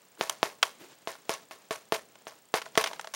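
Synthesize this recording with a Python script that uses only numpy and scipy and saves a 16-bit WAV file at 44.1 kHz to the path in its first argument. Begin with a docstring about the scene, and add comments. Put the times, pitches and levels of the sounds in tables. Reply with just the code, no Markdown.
"""Camera hiss, a frame tick and a thin beating whistle run throughout, with paper and hand rustle.
A dried, salty crust on parchment cracks from 0.17 s; a finger rubs softly around 0.2 and 0.8 s.
From 0.21 to 2.78 s ten finger taps click and knock the tray, each leaving crumbs crackling.
From about 2.5 s the cracks, short spiky noise bursts, crowd together and go on to the end.
A faint noise-tail reverb of the kitchen follows taps, crumbs and cracks."""
import sys
import numpy as np
from scipy import signal
from scipy.fft import rfft, irfft, next_fast_len
from scipy.io import wavfile
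from scipy.ndimage import map_coordinates

SR = 44100
rng = np.random.default_rng(int(sys.argv[2]) if len(sys.argv) > 2 else 0)


def inscribe(sig):
    """Save sig as 16-bit PCM at rate SR to the path in sys.argv[1].

    A 1-D sig is mono; a 2-D sig holds one channel per row.
    Samples are clipped to [-1, 1] before scaling.
    """
    pcm = np.round(np.clip(np.atleast_2d(sig).T, -1, 1) * 32767)
    wavfile.write(sys.argv[1], SR, pcm.astype(np.int16))


N = 138915

# finger taps, relative levels: start_s, click_db, knock_db, crumbs_db, crumbs_hold_s, crumbs_t60_s
TAP_EVENTS = [(0.211, -5.5, -32.5, -40, 0.019, 0.28), (0.4302, -1.5, -24.5, -39, 0.018, 0.26),
              (1.074, -14.5, -29.5, -45, 0.025, 0.24), (1.2942, -9.5, -23.5, -37, 0.017, 0.2),
              (1.5105, -28.5, -57, -50, 0.01, 0.25), (1.7086, -18.5, -23.5, -40.5, 0.019, 0.2),
              (1.9228, -6.5, -17.5, -35.5, 0.025, .15), (2.2697, -23, -40, -52, 0.011, 0.26),
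              (2.5407, -6.5, -20, -35.5, 0.037, 0.091), (2.776, -3.5, -12.5, -36.5, 0.03, 0.21)]
# cracks of the crust, relative levels: start_s, level_db, bass_over_level_db, treble_over_level_db, t60_s
CRACK_EVENTS = [(0.1736, -44.5, 7, -15, 0.012), (0.2409, -51, 4, -4, 0.018),
                (0.253, -47.5, -9, -6.5, 0.0166), (0.271, -32, -29, -19, 0.021),
                (0.2958, -11, -5, 4, 0.013), (0.3263, -40, -16, 11, 0.011), (0.458, -45, -7, -14, 0.006),
                (0.6275, -1.5, -2.5, -9.5, 0.022), (0.6568, -32, 0, -10, 0.0144),
                (0.6672, -25, -9, 0, 0.006), (1.086, -69, 3, 3, 0.025), (1.116, -37, -21, 7, 0.011),
                (1.1523, -36.5, 5.5, -8, 0.0176), (1.3365, -25, -4, 1.5, 0.021),
                (1.3473, -35, -15, -8, 0.054), (1.7396, -56, -4, -8, 0.017), (1.7575, -32, -6, 2.5, 0.018),
                (1.934, -70, -8, 31, 0.006), (1.9505, -83, -6, -14, 0.006), (1.9568, -30.5, -21, -18, 0.03),
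                (1.9624, -29, -0.5, 2.5, 0.018), (2.1551, -35, -0.5, -21, 0.013),
                (2.2806, -34, 6.5, 0, 0.018), (2.3206, -47, 13, -12, 0.014),
                (2.5469, -32, 15.5, -14, 0.033), (2.5693, -72, 10, -15, 0.018),
                (2.5749, -51, -4, -8, 0.015), (2.5902, -49, -11, 3, 0.014), (2.6162, -24, -1, -18, 0.021),
                (2.6199, -24.5, -18, -5, 0.015), (2.657, -30, -22, -18, 0.018),
                (2.6619, -32, 4.5, -25, 0.016), (2.7531, -21, 0, -10, 0.016),
                (2.7752, -10.5, -14, -2.5, 0.035), (2.7778, -59.5, -6, 11, 0.054),
                (2.7904, -34, -17, -24.5, 0.0075), (2.8089, -23, -5.5, -10.5, 0.054),
                (2.8396, -10, -7.5, -6.5, 0.021), (2.8599, -20, -3, -18, 0.032),
                (2.8712, -19.5, -7, -7.5, 0.03), (2.902, -44.5, 8, -18, 0.018),
                (2.911, -34.5, 9.5, -15, 0.018), (2.9314, -23.5, -4, -11, 0.021),
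                (2.9602, -39.5, 0, -8, 0.02), (2.9945, -21.5, 1, -21, 0.017), (3.0115, -29, -34, 6, 0.0086),
                (3.044, -28, 1, -21, 0.018), (3.0717, -21, -2, -11, 0.012), (3.1374, -26, -0.5, 1, 0.043),
                (3.1464, -25, -15, 4, 0.018)]
LINE_HZ = 15734
SHELF_HZ = 16000


def amp(db):
    """Decibels to amplitude ratio."""
    return 10 ** (np.asarray(db) / 20)


def unit(x):
    """Scale to RMS 1."""
    return x / np.sqrt(np.mean(x ** 2) + 1e-20)


def along(points, hz):
    """Interpolate (hz, value) points on a log frequency axis."""
    point_hz, value = np.transpose(points)
    return np.interp(np.log(hz + 1), np.log(point_hz + 1), value)


def wobble(knots_per_s):
    """Smooth random curve through normal-distributed knots."""
    knots = rng.standard_normal(int(N * knots_per_s / SR) + 4)
    return map_coordinates(knots, [np.arange(N) * knots_per_s / SR])


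def filtered(x, response):
    """Multiply the spectrum of x by a complex response of frequency."""
    size = next_fast_len(len(x) + SR // 2)
    spectrum = rfft(x, size) * response(np.fft.rfftfreq(size, 1 / SR))
    return irfft(spectrum, size)[:len(x)]


def coloured(x, points):
    """Minimum-phase (hz, db) colour that keeps the power of white noise."""
    gain = amp(along(points, np.fft.rfftfreq(4096, 1 / SR)))
    cepstrum = irfft(np.log(gain))
    cepstrum = cepstrum * np.r_[1, 2 * np.ones(2047), 1, np.zeros(2047)]  # fold to causal
    impulse = irfft(np.exp(rfft(cepstrum)))[:2048]
    return signal.fftconvolve(x, impulse / np.linalg.norm(impulse))[:len(x)]


def add(track, start_s, x):
    """Mix x into track in place."""
    part = track[round(start_s * SR):][:len(x)]
    part += x[:len(part)]


def taps():
    """Sharp nail pull, rounder fingertip rebound and tray ring, then a weaker second contact."""
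    click_s, push_s, push_share = 0.00007, 0.00028, 0.31  # nail contact, fingertip rebound
    bounce_s, bounce_db = 0.0058, -14
    out = np.zeros(N)
    t = np.arange(-SR // 1000, SR // 100) / SR
    pull = -np.exp(-(t / click_s) ** 2)
    rebound = push_share * np.exp(-((t - 2 * push_s) / push_s) ** 2)
    click = pull + rebound
    for start_s, click_db, knock_db, *_ in TAP_EVENTS:
        for late_s, loss_db in ((0, 0), (bounce_s, bounce_db)):
            contact_s = start_s + late_s
            add(out, contact_s + t[0], amp(click_db + loss_db) * click)
            add(out, contact_s + push_s, amp(knock_db + loss_db + 20) * tray())
    return out


def tray():
    """Tray ring: decaying sine modes, each at a fresh random level; total energy 1."""
    # tray modes, relative levels: mode_hz, level_db, t60_s
    modes = [(441.8, -2, 0.1), (660.6, -0.5, 0.078), (884, -16, 0.017), (1113, -3, 0.055),
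             (1318, -14, 0.055), (1500, -52, 0.061), (1798, -10.5, 0.057), (2230, -5, .015)]
    spread_db = 2.5
    t = np.arange(SR // 5) / SR
    ring = np.zeros(len(t))
    for hz, db, t60_s in modes:
        mode_db = db + spread_db * rng.standard_normal()
        ring += amp(mode_db - 60 * t / t60_s) * np.sin(2 * np.pi * hz * t)
    return ring / np.linalg.norm(ring)


def crumbs():
    """Tiny decaying grains of many pitches over a sandy bed follow taps and cracks and shake the tray."""
    # colour of the crumbs: freq_hz, gain_db
    crumb_colour = [(100, -31), (400, 7), (1000, 8), (3000, -3.5), (6000, -3.5), (11000, -8),
                    (16000, -15.5)]
    crush_db, crush_t60_s = 1.5, 0.02  # extra crumbs right under the blow
    shed_db, shed_t60_s = -34.5, 0.22  # crumbs shed by cracks
    grains_per_s, size_spread_db, bed_db, knock_db = 2500, 4, -2, -7.5
    centre_hz, reach_octaves = 6000, 1.4  # pitch range either side

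    level = np.zeros(N)
    t = np.arange(SR // 2) / SR
    for start_s, _, _, db, hold_s, t60_s in TAP_EVENTS:
        add(level, start_s, amp(db - 60 * np.maximum(t - hold_s, 0) / t60_s))
        add(level, start_s, amp(db + crush_db - 60 * t / crush_t60_s))
    for start_s, db, *_ in CRACK_EVENTS:
        add(level, start_s, amp(db + shed_db - 60 * t / shed_t60_s))

    when, pitch, size = rng.random((int(grains_per_s * N / SR), 3)).T
    hz = np.minimum(centre_hz * 2 ** (reach_octaves * (2 * pitch - 1)), SHELF_HZ)[:, None]
    size = amp(-size_spread_db * np.log(0.02 + size))[:, None]  # few large, many small
    cycles = hz * t[:200]
    shapes = size * np.sqrt(hz) * np.exp(-cycles) * np.sin(2 * np.pi * cycles)
    at = (when * N).astype(int)[:, None] + np.arange(shapes.shape[1])
    grains = unit(np.bincount(at.ravel(), shapes.ravel(), N)[:N])

    bed = amp(bed_db + 3.5 * wobble(300)) * rng.standard_normal(N)
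    grit = level * (grains + bed)
    knocks = signal.fftconvolve(grit, tray())[:N]
    return coloured(grit, crumb_colour) + amp(knock_db) * knocks


def cracks():
    """Each crack is one spiky noise burst, coloured as crust, salt grains, dry bass and tray ring."""
    # body of a crack: freq_hz, gain_db
    crust_colour = [(800, -43), (1500, 2), (3000, 1.5), (5500, -9), (8000, -8), (16000, -50.5)]
    # treble of a crack, salt grains: freq_hz, gain_db
    salt_colour = [(3000, -53.5), (6000, 6), (10000, -2), (13000, -14.5), (16000, -9)]
    # dry bass of a crack: freq_hz, gain_db
    bass_colour = [(100, -44), (400, -12), (650, 0), (1100, 0.5), (1600, -5), (2500, -19.5), (16000, -62)]
    # which tray modes a crack stirs: freq_hz, gain_db
    ring_colour = [(100, -48), (440, -25), (600, 2.5), (720, 1), (1000, -1), (2500, -8.5), (16000, -6.5)]
    rise_s, trim_db, ring_db, spikiness = 0.00089, -5, -11.5, 0.5
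    body, salt, bass, ring = np.zeros((4, N))
    t = np.arange(SR // 10) / SR
    for start_s, level_db, bass_db, treble_db, t60_s in CRACK_EVENTS:
        noise, spikes = rng.standard_normal((2, len(t)))
        shape = amp(level_db + trim_db - 60 * t / t60_s) * (1 - np.exp(-t / rise_s))
        burst = unit(noise * np.exp(spikiness * spikes) * shape)
        burst = burst * np.sqrt(np.mean(shape ** 2))  # RMS of the envelope
        add(body, start_s, burst)
        add(salt, start_s, amp(treble_db) * burst)
        add(bass, start_s, amp(bass_db) * burst)
        add(ring, start_s, amp(bass_db + ring_db) * signal.fftconvolve(burst, tray()))
    dry_crack = coloured(body, crust_colour) + coloured(salt, salt_colour) + coloured(bass, bass_colour)
    return dry_crack + coloured(ring, ring_colour)


def rub():
    """Finger rubbing the paper: dull noise swells with a lumpy level."""
    # colour of the rubs: freq_hz, gain_db
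    rub_colour = [(60, -46), (200, 4), (350, 13), (600, -6.5), (2000, -5), (7000, -15), (16000, -13)]
    # soft rubs, relative levels: crest_s, level_db, fade_s
    swells = [(0.199, -46.5, 0.029), (0.799, -53, .08)]
    rise_s = 0.01
    t = np.arange(N) / SR
    shape = np.zeros(N)
    for crest_s, db, fade_s in swells:
        width_s = np.where(t < crest_s, rise_s, fade_s)
        shape += amp(db) * np.exp(-((t - crest_s) / width_s) ** 2)
    return amp(2 * wobble(80)) * shape * coloured(rng.standard_normal(N), rub_colour)


def rustle():
    """Soft noise of paper and hand over the kitchen's hush, patchy by two random level curves."""
    # level of paper and hand: time_s, level_db
    level_points = [(0.0, -63), (0.17, -63), (0.37, -57), (0.67, -64.5), (0.82, -54.5), (1.07, -62),
                    (1.24, -60), (1.47, -61), (2.38, -62.5), (2.6, -64), (2.65, -56), (2.73, -62),
                    (2.77, -52), (2.84, -59), (2.96, -55), (3.06, -64), (3.15, -59)]
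    # colour of the rustle: freq_hz, gain_db
    paper_colour = [(20, -32), (60, -13), (150, 0.5), (300, -2.5), (600, -2.5), (1200, -7.5), (3000, -10.5),
                    (8000, -14.5), (16000, -55)]
    point_s, point_db = np.transpose(level_points)
    level_db = np.interp(np.arange(N) / SR, point_s, point_db)
    level_db = level_db + 1.2 * wobble(24) + 1.5 * wobble(110)
    return amp(level_db) * coloured(rng.standard_normal(N), paper_colour)


def room(x):
    """Kitchen reverb: a noise tail whose every frequency decays at its own speed."""
    # decay of the kitchen: freq_hz, t60_s
    decay = [(200, 0.87), (1000, 0.22), (4000, 0.28), (12000, 0.3)]
    hz, t, noise = signal.stft(rng.standard_normal(SR // 2), SR, nperseg=256)
    fade = amp(-60 * t / along(decay, hz)[:, None])
    tail = signal.istft(noise * fade, SR, nperseg=256)[1]
    delayed = np.pad(x, (200, 0))  # samples
    return signal.fftconvolve(delayed, tail / np.linalg.norm(tail))[:N]


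def camera():
    """Coloured hiss, a band-passed impulse per frame and two beating sines near the line rate."""
    # colour of the hiss: freq_hz, gain_db
    hiss_colour = [(20, -8), (100, 5), (1000, 2), (5000, -8), (10000, -5), (13000, -5), (16000, -3)]
    frame_hz, first_tick_s, tick_hz, tick_width_hz = 29.97, 0.0191, 7870, 1300
    beat_hz, beat_crest_s = 13, 0.0425
    tick_db, whistle_db, second_db, hiss_db = -21.5, -70, -4.5, -67  # second whistle re first
    t = np.arange(N) / SR
    ticks = np.zeros(N)
    tick_s = np.arange(first_tick_s, t[-1], 1 / frame_hz)
    ticks[np.round(tick_s * SR).astype(int)] = amp(tick_db)

    def band(f):
        width = 1j * f * tick_width_hz
        return (width / (tick_hz ** 2 - f * f + width)) ** 2

    ticks = filtered(ticks, band)
    turn = 2 * np.pi * (t - beat_crest_s)
    whistle = np.cos(LINE_HZ * turn) + amp(second_db) * np.cos((LINE_HZ + beat_hz) * turn)
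    hiss = coloured(rng.standard_normal(N), hiss_colour)
    return ticks + amp(whistle_db) * whistle + amp(hiss_db) * hiss


def scene():
    """Sum the crust's sounds, their reverb, the paper and the camera."""
    room_db = -23
    crust = taps() + crumbs() + cracks()
    return (crust + amp(room_db) * room(crust) + rustle() + rub() + camera())[None]


def record(dry):
    """Notch at half the line rate, bass roll-off, treble shelf and band limit."""
    notch_hz, notch_width_hz = LINE_HZ / 2, 420
    low_hz, shelf_db, top_hz = 117.4, -28, 16800

    def response(f):
        gap = notch_hz ** 2 - f * f
        notch = gap / (gap + 1j * f * notch_width_hz)
        low_cut = (1j * f / (low_hz + 1j * f)) ** 2
        edge = np.where(f < SHELF_HZ, 1, amp(shelf_db)) * (f < top_hz)
        return notch * low_cut * edge

    return filtered(dry[0], response)[None]


dry = scene()
out = record(dry)
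inscribe(out)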